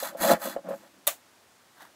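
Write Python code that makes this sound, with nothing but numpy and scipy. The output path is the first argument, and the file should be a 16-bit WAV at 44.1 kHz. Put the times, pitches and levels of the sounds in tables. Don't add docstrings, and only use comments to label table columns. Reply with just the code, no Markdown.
import sys
import numpy as np
from scipy import signal
from scipy.fft import rfft, irfft
from scipy.io import wavfile
from scipy.ndimage import uniform_filter1d

SR = 44100
rng = np.random.default_rng(int(sys.argv[2]) if len(sys.argv) > 2 else 0)


def wav_record(signal):
    frames = np.transpose(np.atleast_2d(signal))
    bounded = np.clip(frames, -1, 1)
    quanta = np.round(bounded * 32767).astype(np.int16)
    wavfile.write(sys.argv[1], SR, quanta)


N = 85995
T = np.arange(N) / SR

# time in seconds, hiss level in dB, scrape level in dB.
SAW_STROKES = [
    [(0.0, -36, -34), (0.014, -41, -45.5), (0.034, -38, -42), (0.052, -38, -34.5), (0.086, -42.5, -44),
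     (0.128, -62, -52.5), (0.15, -64, -74)],
    [(0.17, -58, -56.5), (0.2, -48, -42), (0.212, -37.5, -33), (0.224, -30.5, -33), (0.238, -30.5, -27),
     (0.272, -32, -35.5), (0.288, -30, -25), (0.324, -29, -28), (0.358, -47.5, -34.5), (0.39, -60, -58)],
    [(0.39, -60, -52), (0.406, -52, -52), (0.424, -42, -38.5), (0.456, -37, -38), (0.484, -40, -43),
     (0.53, -46.5, -44), (0.556, -58.5, -52), (0.575, -70, -46.5)],
    [(0.68, -85, -72), (0.692, -51.5, -66), (0.714, -69, -43), (0.74, -59.5, -59), (0.78, -63, -61.5),
     (0.88, -65.5, -63.5)],
]
# time in seconds, level in dB.
DRAG_LEVELS = [
    [(0.0, -53.5), (0.04, -41.5), (0.09, -54), (0.13, -52.5), (0.19, -48.5), (0.24, -28), (0.27, -29),
     (0.315, -18.5), (0.36, -41), (0.395, -54), (0.44, -45.5), (0.475, -36), (0.51, -54.5), (0.6, -49.5)],
    [(0.625, -68), (0.665, -42.5), (0.712, -40.5), (0.745, -41), (0.765, -61), (0.8, -83), (0.835, -55.5),
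     (0.9, -73.5)],
]
GROAN_LEVELS = [
    [(0.0, -72), (0.04, -55), (0.09, -51), (0.13, -50), (0.18, -55), (0.215, -32.5), (0.28, -34.5),
     (0.32, -20), (0.36, -43), (0.41, -61), (0.46, -38.5), (0.535, -45), (0.62, -61)],
    [(0.64, -54), (0.67, -39.5), (0.715, -41.5), (0.79, -60), (0.84, -59), (0.92, -71), (0.985, -54),
     (1.03, -78)],
]
SHIFT_LEVELS = [(1.75, -69), (1.772, -57.5), (1.796, -56), (1.808, -46.5), (1.853, -53.5), (1.885, -65),
                (1.95, -71)]
# start in seconds, level in dB, rise time in seconds.
BONE_KNOCKS = [(0.024, -19, 0.0049), (0.147, -26, 0.0049), (0.237, -19, 0.0031), (0.300, -7, 0.0039),
               (0.313, -14, 0.0035), (0.319, -6, .004), (0.345, -19, 0.0027), (0.455, -23.5, 0.0016),
               (0.5629, -15.5, 0.0013), (0.586, -32.5, 0.0038), (0.686, -22.5, 0.0036),
               (0.706, -20.5, 0.0031), (0.733, -27.5, 0.0041)]
# start in seconds, level in dB.
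BONE_TICKS = [(0.2265, -25), (0.2319, -25), (0.285, -26), (0.2992, -22), (0.3164, -22), (0.440, -31),
              (1.115, -40)]
# start in seconds, level in dB.
BENCH_THUMPS = [(0.2, -49), (0.326, -46), (0.562, -60)]
BONE_CRACKS = [(1.0679, -31.5), (1.0702, -13.5), (1.0752, -10.5)]

# frequency in Hz, level in dB, seconds to fall by 60 dB.
BLADE_MODES = [(838, -4, .14), (975, -5, .1), (1111, -7, .09), (1267, -5, .11), (1345, -5, .08),
               (1395, -6, .06), (1545, -7, .13), (1745, -1, .05), (1890, -6, .11), (1955, -9, .07),
               (2050, -16, .04), (2250, -13, .05), (3041, -15, .13)]
UPPER_BLADE_MODES = [(3540, 0, .014), (4350, 0, .012), (6790, -9, .06)]
SUPPORTED_BONE_MODES = [(250, -16, .025), (505, -13, .04), (550, -2, .06), (590, -2, .035), (659, -7, .06),
                        (838, -14, .05), (1087, -18, .036), (1267, -22, .03), (1420, -20, .025)]
BENCH_MODES = [(178, -3.5, .035), (228, 1, 0.03), (273, -2, 0.035), (335, -6, 0.045)]
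FRACTURE_MODES = [(3820, -4, 0.0084), (4010, 1.5, 0.0047), (10450, 3, 0.011), (13300, 0.5, 0.012),
                  (14600, 6.5, 0.01)]
BROKEN_BONE_MODES = [(600, 2.5, 0.047), (629, -3, 0.057), (757, -0.5, 0.034), (1173, 1, 0.052),
                     (2753, -10, 0.07), (3630, -0.5, 0.054)]

# frequency in Hz, spectral level in dB.
HISS_SPECTRUM = [(500, -20), (2000, -27), (2750, -3), (3500, 3), (4400, 2.5), (4900, -1.5), (5600, -3.5),
                 (6700, -1), (8700, -1.5), (9350, -8), (10300, -0.5), (11500, 0.5), (12050, -8), (12800, 1),
                 (14800, 0), (16000, -10.5)]
SCRAPE_SPECTRUM = [(60, -64), (130, -15), (300, -19), (400, -34), (600, -4.5), (900, -1.5), (1400, -0.5),
                   (1800, -1.5), (2100, -7), (4000, -17), (14000, -33)]
AIR_SPECTRUM = [(25, -54), (58, -19.5), (76, -8), (260, -3), (516, -4), (624, -2.5), (1790, -6.5),
                (2220, -9.5), (7310, -13.5), (16000, -21.5)]
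CRACK_SPECTRUM = [(60, -42), (300, -20.5), (650, -5), (1200, -5.5), (2400, -11), (3000, -19), (3600, -4),
                  (4300, 4.5), (4900, -14), (7500, 2.5), (10500, 4.5), (12100, 4.5), (14000, -10),
                  (16000, -22.5)]
SCATTER_SPECTRUM = [(60, -28), (170, -20), (430, -16.5), (640, 3.5), (950, -4.5), (1200, -9), (1600, -6.5),
                    (3700, -7.5), (4900, -13.5), (7000, -5), (10300, -8.5), (16000, -7.5)]
SHIFT_SPECTRUM = [(60, -25), (330, -5), (480, -16.5), (700, -2), (1080, 0.5), (1280, -4.5), (1600, -1.5),
                  (1950, -5.5), (2400, -19.5), (3700, -13.5), (5200, -21), (16000, -22.5)]

BITES_PER_S, PACE_JITTER, BITE_SPREAD_DB, CRUMBLE_S = 600, 0.38, 4, 0.0011
DULLING_DB_PER_S, DULLING_HZ = 54, 7940
THUMP_HZ, THUMP_RISE_S = 45, 0.0073
WALL_DELAY_S, HOLLOW_HZ, BAND_LIMIT_HZ = 0.0067, 405, 15750


def amp(db):
    return 10 ** (np.asarray(db) / 20)


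def unit_rms(x):
    return x / np.sqrt(np.mean(x ** 2) + 1e-20)


def add(mix, start_s, sound):
    part = mix[round(start_s * SR):][:len(sound)]
    part += sound[:len(part)]


def colour(x, spectrum):
    size = 8192
    hz, db = np.transpose(spectrum)
    bins_hz = np.fft.rfftfreq(size, 1 / SR)
    gain = unit_rms(amp(np.interp(np.log(bins_hz + 1), np.log(hz + 1), db)))
    cepstrum = irfft(np.log(gain))
    cepstrum[1:size // 2] *= 2
    cepstrum[size // 2 + 1:] = 0
    response = irfft(np.exp(rfft(cepstrum)))[:size // 2]
    return signal.fftconvolve(x, response)[:len(x)]


def envelope(movements, column=1):
    return sum(amp(np.interp(T, rows[:, 0], rows[:, column], left=-np.inf, right=-np.inf))
               for rows in map(np.array, movements))


def ring(modes, tuning=1, alternate=False):
    t = T[:SR // 4]
    polarity = -1 if alternate else 1
    return sum(polarity ** k * amp(db - 60 * t / t60) * np.sin(2 * np.pi * hz * tuning * t)
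               for k, (hz, db, t60) in enumerate(modes))


def burst(t60):
    t = T[:SR // 3]
    return rng.standard_normal(len(t)) * amp(-60 * t / t60)


def soften(x, rise_s):
    return x * (1 - np.exp(-(T[:len(x)] / rise_s) ** 2))


def drift(samples):
    return unit_rms(uniform_filter1d(rng.standard_normal(N), samples))


def low_cut(x, hz=160):
    return signal.sosfilt(signal.butter(7, hz, "highpass", fs=SR, output="sos"), x)


def teeth():
    pace = BITES_PER_S * np.exp(PACE_JITTER * drift(samples=150))
    onsets = np.diff(np.floor(np.cumsum(pace) / SR), prepend=0)
    depths = amp(BITE_SPREAD_DB * np.clip(rng.standard_normal(N), -2, 2))
    crumble = signal.lfilter([1], [1, -np.exp(-1 / (CRUMBLE_S * SR))], onsets * depths)
    return unit_rms((unit_rms(crumble) + 0.55) * rng.standard_normal(N))


def rubbed(modes):
    return unit_rms(signal.fftconvolve(teeth(), ring(modes, alternate=True))[:N])


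def steel(hiss):
    shimmer = ring(UPPER_BLADE_MODES)
    plate = burst(t60=0.03)[:len(shimmer)]
    response = amp(-4) * plate / np.linalg.norm(plate) + amp(-16) * shimmer / np.linalg.norm(shimmer)
    response[0] += 1
    return signal.fftconvolve(hiss, response / np.linalg.norm(response))[:N]


def saw():
    bites = teeth()
    hiss = amp(1) * bites * envelope(SAW_STROKES)
    treble = signal.sosfiltfilt(signal.butter(2, DULLING_HZ, "highpass", fs=SR, output="sos"), hiss)
    for stroke in SAW_STROKES:
        times = [row[0] for row in stroke]
        cutting = (T >= times[0]) & (T < times[-1])
        from_middle_s = np.clip(T - np.mean(times), -0.1, 0.1)
        hiss += cutting * (amp(-DULLING_DB_PER_S * from_middle_s) - 1) * treble
    for start_s, db in BONE_TICKS:
        add(hiss, start_s, amp(db) * burst(t60=0.01))
    scrape = amp(-4) * colour(bites, SCRAPE_SPECTRUM) + amp(-3.5) * rubbed(BLADE_MODES)
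    return steel(colour(hiss, HISS_SPECTRUM)) + scrape * envelope(SAW_STROKES, column=2)


def bone_drag():
    speed = 1 + 0.017 * drift(samples=round(0.018 * SR))
    wavering = np.interp(np.cumsum(speed) / SR, T, rubbed(SUPPORTED_BONE_MODES))
    grit = colour(teeth(), SCRAPE_SPECTRUM)
    return (amp(3.5) * wavering + amp(-13) * grit) * envelope(DRAG_LEVELS)


def bench():
    boards = amp(-2) * low_cut(rubbed(BENCH_MODES) * envelope(GROAN_LEVELS))
    t = T[:SR // 4]
    thump = t / THUMP_RISE_S * np.exp(1 - t / THUMP_RISE_S) * np.sin(2 * np.pi * THUMP_HZ * t)
    for start_s, db in BENCH_THUMPS:
        add(boards, start_s, amp(db) * thump)
    return boards


def air():
    return amp(-60) * unit_rms(colour(rng.standard_normal(N), AIR_SPECTRUM))


def bone_knocks():
    rings, grit = np.zeros(N), np.zeros(N)
    for start_s, db, rise_s in BONE_KNOCKS:
        knock = soften(ring(SUPPORTED_BONE_MODES, tuning=rng.normal(1, 0.0096)), rise_s)
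        add(rings, start_s, amp(db - 3) * knock / abs(knock).max())
        add(grit, start_s, amp(db - 15) * soften(burst(t60=0.018), rise_s))
    lowpass = signal.butter(2, 1500, fs=SR, output="sos")
    return rings + signal.sosfiltfilt(lowpass, colour(grit, SCRAPE_SPECTRUM))


def snap():
    cracks = np.zeros(N)
    fracture_ring = soften(ring(FRACTURE_MODES), rise_s=0.00044)
    bone_ring = soften(ring(BROKEN_BONE_MODES), rise_s=0.0051)
    for start_s, db in BONE_CRACKS:
        crack = colour(soften(burst(t60=0.0095), rise_s=0.0003), CRACK_SPECTRUM)
        scatter = colour(soften(burst(t60=0.16), rise_s=0.00079), SCATTER_SPECTRUM)
        add(cracks, start_s, amp(db) * crack)
        add(cracks, start_s, amp(db - 4.5) * fracture_ring)
        add(cracks, start_s, amp(db - 13) * scatter)
        add(cracks, start_s, amp(db - 13.5) * bone_ring)
    return cracks


def blade_shift():
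    return amp(1.5) * colour(teeth() * envelope([SHIFT_LEVELS]), SHIFT_SPECTRUM)


def yard(direct):
    tail = burst(t60=0.13)
    scatter = signal.fftconvolve(direct, tail / np.linalg.norm(tail))[:N]
    heard = direct.copy()
    add(heard, WALL_DELAY_S, amp(-20) * scatter)
    return heard


def hollow(x):
    return x - 0.45 * signal.lfilter(*signal.iirpeak(HOLLOW_HZ, Q=3, fs=SR), x)


def scene():
    work = low_cut(saw() + bone_drag() + bone_knocks() + blade_shift()) + bench()
    return (hollow(yard(work)) + snap() + air())[None]


def record(dry):
    lowpass = signal.firwin(511, BAND_LIMIT_HZ, window=("kaiser", 9), fs=SR)
    return signal.oaconvolve(dry, lowpass[None], "same")


dry = scene()
out = record(dry)
wav_record(out)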